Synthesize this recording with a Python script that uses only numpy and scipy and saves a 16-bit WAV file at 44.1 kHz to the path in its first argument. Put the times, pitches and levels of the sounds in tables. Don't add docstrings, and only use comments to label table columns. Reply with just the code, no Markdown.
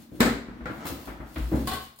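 import sys
import numpy as np
from scipy import signal
from scipy.fft import rfft, irfft, next_fast_len
from scipy.io import wavfile

SR = 44100
rng = np.random.default_rng(int(sys.argv[2]) if len(sys.argv) > 2 else 0)


def log_audio(samples):
    frames = np.atleast_2d(samples).T
    limited = np.clip(frames, -1, 1)
    pcm = np.round(limited * 32767).astype(np.int16)
    wavfile.write(sys.argv[1], SR, pcm)


N = 88200
T = np.arange(SR) / SR

# start_s, level_db, bass_db, treble_db, door_ring_db
FLAP_KNOCKS = [(0.201, -34, -6, -5, -50), (.205, -18, 3, 2, -22), (.259, -33.5, 11, 4, -21.5),
               (.484, -45.5, 4.5, -20, -48.5), (0.607, -45.5, 5, -30, -60), (.657, -33, -23, -13.5, -60)]
# pitch_hz, level_db
FLAP_COLOUR = [(30, -22), (110, -2), (165, -3.5), (230, 3), (330, -1.5), (410, -2.5), (500, -0.5),
               (640, -3), (900, -5), (1350, -3), (2150, -4), (2700, -14.5), (4100, -13), (6000, -22.5),
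               (7600, -16), (10000, -27), (15500, -25)]
# pitch_hz, level_db, base_decay_s
THUMP_TONES = [(179, -2.5, .08), (233, -2, 0.046), (346, -12, 0.021), (492.5, -4, 0.065)]
# pitch_hz, level_db, base_decay_s
DOOR_TONES = [(220.2, 5, 0.24), (236, -0.5, 0.49), (273.6, -4, .5), (397, -8.5, 0.85), (468, -14.5, 0.59),
              (1297, -14, 0.29), (1388, -25, 0.37), (1586, -31, 0.3), (1740, -10.5, 0.17),
              (1825, -18.5, 0.38), (1860, -23, 0.16), (2015, -17, 0.16)]
# start_s, level_db, mid_db, treble_db, rise_s
BUMPS = [(0.117, -37, -25, -13, 0.007), (0.187, -33.5, -26, -6, 0.0071), (.69, -33.5, -3, -1, 0.0027),
         (.85, -33.5, 5, -9, 0.0023), (0.899, -33.5, -13.5, -6, 0.0019), (1.071, -36.5, 6.5, -9.5, 0.0055),
         (1.127, -52.5, -1, 2, 0.0048), (1.201, -39.5, 4.5, -20, 0.0021), (1.359, -40.5, 11, 5.5, 0.0014),
         (1.368, -35, -18, 13, 0.0016), (1.516, -26, -4.5, -40, 0.0062), (1.537, -24.5, -13, -11, .001),
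         (1.558, -34.5, -9, -12, .002)]
# pitch_hz, level_db
BUMP_COLOUR = [(30, -35), (65, -1), (115, -1.5), (155, -0.5), (190, -5), (240, 0), (315, 4.5), (380, -8.5),
               (550, -6.5), (850, -10.5), (1400, -15), (2000, -18), (2700, -23), (4200, -31), (6000, -48),
               (15000, -77)]
# start_s, level_db
WALL_HITS = [(1.363, -35.5), (1.517, -23)]
# pitch_hz, level_db, base_decay_s
WALL_TONES = [(114, -14, 0.27), (128.3, -5.5, 0.83), (155, 0.5, 0.21), (222.6, -4.5, 0.86),
              (244.3, -9, 0.92), (308, -4, 0.1), (315.7, 2.5, 0.29)]
# start_s, level_db, pitch_hz
BOOMS = [(0.196, -23, 55), (0.299, -30, 53.6), (0.469, -36.5, 51), (0.601, -31, 57.2), (0.661, -47, 58),
         (.895, -35, 63.3), (1.067, -31.5, 54.3), (1.187, -30.5, 54.7), (1.359, -23.5, 69.7),
         (1.403, -16, 57.3), (1.523, -18, 63.6), (1.587, -29, 61.7), (1.707, -30.5, 71.9)]
# start_s, level_db, handle_ring_db, treble_db
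BROOM_CLACKS = [(1.673, -30, -30.5, 0), (1.716, -33.5, -30, -10), (1.734, -35, -31.5, 0),
                (1.96, -69, -74, 16), (1.988, -55.5, -66, 13)]
# pitch_hz, level_db
BROOM_COLOUR = [(60, 4.5), (300, -0.5), (800, 2), (1500, 0), (2300, -6), (3400, -0.5), (4500, -0.5),
                (5900, -12.5), (7500, -6), (10500, -7), (15500, -6.5)]
# pitch_hz, level_db, base_decay_s
HANDLE_TONES = [(420.5, -6, 0.24), (755, -2, 0.23), (1084.6, -0.5, .3), (1101, -6, 0.31),
                (1137, -12.5, 0.41), (1524, -8, 0.42), (1926, -9, 0.17), (2000, -11, 0.17),
                (2400, -21, 0.49), (2764, -23, 0.17), (2993, -16, 0.47), (3480, -13, 0.32),
                (4226, -10.5, 0.14)]
# pitch_hz, level_db, base_decay_s
HEAD_TONES = [(521, -10, 0.5), (1384, 3.5, 0.062), (1435, 2, 0.062), (1960, -9.5, 0.11)]
# start_s, length_s, level_db
BRISTLE_STROKES = [(-.03, 0.069, -50.5), (0.089, 0.13, -55.5), (0.654, 0.18, -55), (0.841, 0.066, -35),
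                   (0.875, 0.27, -50), (1.143, 0.28, -60.5), (1.262, 0.22, -53), (1.398, 0.37, -46.5),
                   (1.794, .07, -46)]
# pitch_hz, level_db
BRISTLE_COLOUR = [(150, -2), (600, -19.5), (1500, -4), (2500, 0.5), (4200, 2.5), (5900, -3), (8000, -1),
                  (10500, -3.5), (15500, 2.5)]
# start_s, length_s, level_db
PAW_STROKES = [(.58, 0.12, -62), (.765, .13, -41), (.92, 0.14, -49.5), (1.1, 0.098, -51),
               (1.22, 0.093, -54), (1.4, .06, -51.5)]
# pitch_hz, level_db
MAT_COLOUR = [(150, -20), (350, 3.5), (560, 6.5), (900, 4), (1400, 5), (2000, -3.5), (2800, -9.5),
              (4200, -12), (6000, -15.5), (15000, -36)]
# time_s, level_db
RUB_LEVELS = [(0, -47.5), (0.082, -54), (.16, -48.5), (.42, -45.5), (.6, -43.5), (.8, -44), (1, -53),
              (1.298, -52.5), (1.6, -38), (1.799, -47.5), (1.9, -71), (2, -90)]
# pitch_hz, level_db
RUB_COLOUR = [(30, -37), (60, -4.5), (110, -7.5), (170, -4.5), (230, 1.5), (320, -1.5), (420, -19.5),
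              (800, -18.5), (1600, -24), (3000, -30.5), (8000, -47)]
# pitch_hz, level_db
HOUSE_COLOUR = [(25, -57), (70, 66), (250, -11), (600, -42), (2000, -51), (6000, 11), (15000, 27)]
# pitch_hz, decay_s
ROOM_DECAY = [(60, 0.48), (260, 0.49), (700, 0.48), (1800, 0.49), (4800, .48), (8000, 0.37), (15000, 0.36)]
# pitch_hz, likeness
STEREO_LIKENESS = [(60, 0.96), (250, 0.83), (500, 0.73), (1000, 0.059), (4000, 0), (15000, 0.022)]
# pitch_hz, left_over_right_db
BALANCE = [(60, 2.5), (250, 1), (700, 2.5), (2000, 1.5), (6000, 1.2), (13000, 4.5)]


def flap(direct_db=0.5, thump_db=9.5):
    out = np.zeros((2, N))
    for start_s, db, bass_db, treble_db, ring_db in FLAP_KNOCKS:
        boosts = [(300, bass_db), (600, 0.0048), (1600, 0.0044), (9000, treble_db)]
        crack = blow(FLAP_COLOUR, boosts, direct_db) + amp(treble_db) * edge_snap()
        thump = amp(thump_db) * ring(THUMP_TONES)
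        add(out, start_s, amp(db) * (crack + thump) + amp(ring_db) * ring(DOOR_TONES))
    return out


def edge_snap(gain_db=-2.5):
    hiss = unit(cut_bass(stereo_noise(SR), below_hz=5960))
    return amp(gain_db) * fade(decay_s=0.013) * hiss


def bumps():
    out = np.zeros((2, N))
    for start_s, db, mid_db, treble_db, rise_s in BUMPS:
        boosts = [(480, 0), (1300, mid_db), (1800, mid_db), (6000, mid_db + treble_db)]
        thud = blow(BUMP_COLOUR, boosts, direct_db=7)
        add(out, start_s, amp(db) * thud * (1 - np.exp(-T / rise_s)))
    for start_s, db in WALL_HITS:
        add(out, start_s, amp(db) * ring(WALL_TONES))
    return out


def booms(rise_s=0.02, decay_s=0.34):
    out = np.zeros(N)
    swell = (1 - np.exp(-(T / rise_s) ** 2)) * fade(decay_s)
    for start_s, db, hz in BOOMS:
        add(out, start_s, amp(db) * swell * np.sin(2 * np.pi * hz * T))
    return out


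def broom(tap_s=0.658, tap_db=-29.5):
    out = np.zeros((2, N))
    for start_s, db, ring_db, treble_db in BROOM_CLACKS:
        clack = blow(BROOM_COLOUR, [(3000, 0.0068), (9000, treble_db)], direct_db=1)
        add(out, start_s, amp(db) * clack + amp(ring_db) * ring(HANDLE_TONES))
    add(out, tap_s, amp(tap_db) * ring(HEAD_TONES))
    return out


def scuffs():
    bristles = strokes(BRISTLE_STROKES, BRISTLE_COLOUR, direct_db=-8)
    paws = strokes(PAW_STROKES, MAT_COLOUR, direct_db=-5.5)
    return bristles + paws


def strokes(rows, colour, direct_db, snaps_per_s=6000, spread_db=8):
    t = np.arange(N) / SR
    effort = sum(amp(db) * np.sin(np.pi * np.clip((t - start_s) / length_s, 0, 1))
                 for start_s, length_s, db in rows)
    snaps = (rng.random(N) < snaps_per_s / SR) * rng.standard_normal(N)
    snaps *= amp(spread_db * rng.standard_normal(N))
    swish = effort * coloured(snaps, colour)
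    return amp(direct_db) * swish + echo(swish)


def rubbing():
    level_db = np.interp(np.arange(N) / SR, *np.transpose(RUB_LEVELS))
    return amp(level_db) * coloured(stereo_noise(N), RUB_COLOUR)


def quiet_house(level_db=-80):
    return amp(level_db) * coloured(stereo_noise(N), HOUSE_COLOUR)


def blow(colour, boosts, direct_db):
    hz = np.fft.rfftfreq(SR, 1 / SR)
    gain = unit(amp(along(colour, hz))) * amp(along(boosts, hz))
    cepstrum = irfft(np.log(gain), SR)
    cepstrum[1:SR // 2] *= 2
    cepstrum[SR // 2 + 1:] = 0
    body = irfft(np.exp(rfft(cepstrum)), SR)
    hit = room() + amp(direct_db) * fade(decay_s=0.017) * stereo_noise(SR)
    return signal.fftconvolve(hit, body[None], axes=1)[:, :SR]


def ring(rows, scatter_db=1, room_db=-3, rise_s=0.0044):
    def tones(decay_scale):
        return sum(amp(db + scatter_db * rng.normal()) * fade(base_decay_s * decay_scale)
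                   * np.sin(2 * np.pi * hz * T) for hz, db, base_decay_s in rows)
    blur = cut_bass(echo(tones(decay_scale=0.56)), below_hz=493)
    return (tones(decay_scale=0.8) + amp(room_db) * blur) * (1 - np.exp(-T / rise_s))


def room():
    hz, t, spectrum = signal.stft(stereo_noise(SR), SR, nperseg=256)
    spectrum = spectrum * amp(-60 * t / along(ROOM_DECAY, hz)[:, None])
    return signal.istft(spectrum, SR, nperseg=256)[1][:, :SR]


def echo(x):
    tail = room()
    return signal.fftconvolve(x[None], tail / np.linalg.norm(tail[0]), axes=1)[:, :len(x)]


def stereo_noise(size):
    def shares(hz):
        angle = np.arccos(np.clip(along(STEREO_LIKENESS, hz), -1, 1)) / 2
        return np.array([np.cos(angle), np.sin(angle)])
    mid, side = filtered(rng.standard_normal((2, size)), shares)
    return np.array([mid + side, mid - side])


def coloured(x, colour):
    return unit(filtered(x, lambda hz: amp(along(colour, hz))))


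def cut_bass(x, below_hz):
    return filtered(x, lambda hz: hz ** 2 / (hz ** 2 + below_hz ** 2))


def filtered(x, gain):
    n = x.shape[-1]
    padded = next_fast_len(n + SR // 2)
    return irfft(rfft(x, padded) * gain(np.fft.rfftfreq(padded, 1 / SR)), padded)[..., :n]


def fade(decay_s):
    return amp(-60 * T / decay_s)


def amp(db):
    return 10 ** (np.asarray(db) / 20)


def unit(x):
    return x / np.sqrt(np.mean(x ** 2) + 1e-20)


def along(points, hz):
    pitches, values = np.transpose(points)
    return np.interp(np.log(hz + 1), np.log(pitches + 1), values)


def add(out, start_s, x):
    i = max(round(start_s * SR), 0)
    out[..., i:i + x.shape[-1]] += x[..., :max(N - i, 0)]


def scene():
    return flap() + bumps() + booms() + broom() + scuffs() + rubbing() + quiet_house()


def record(dry):
    top_hz = 15850
    return filtered(dry, lambda hz: amp(np.outer([.5, -.5], along(BALANCE, hz))) * (hz < top_hz))


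dry = scene()
out = record(dry)
log_audio(out)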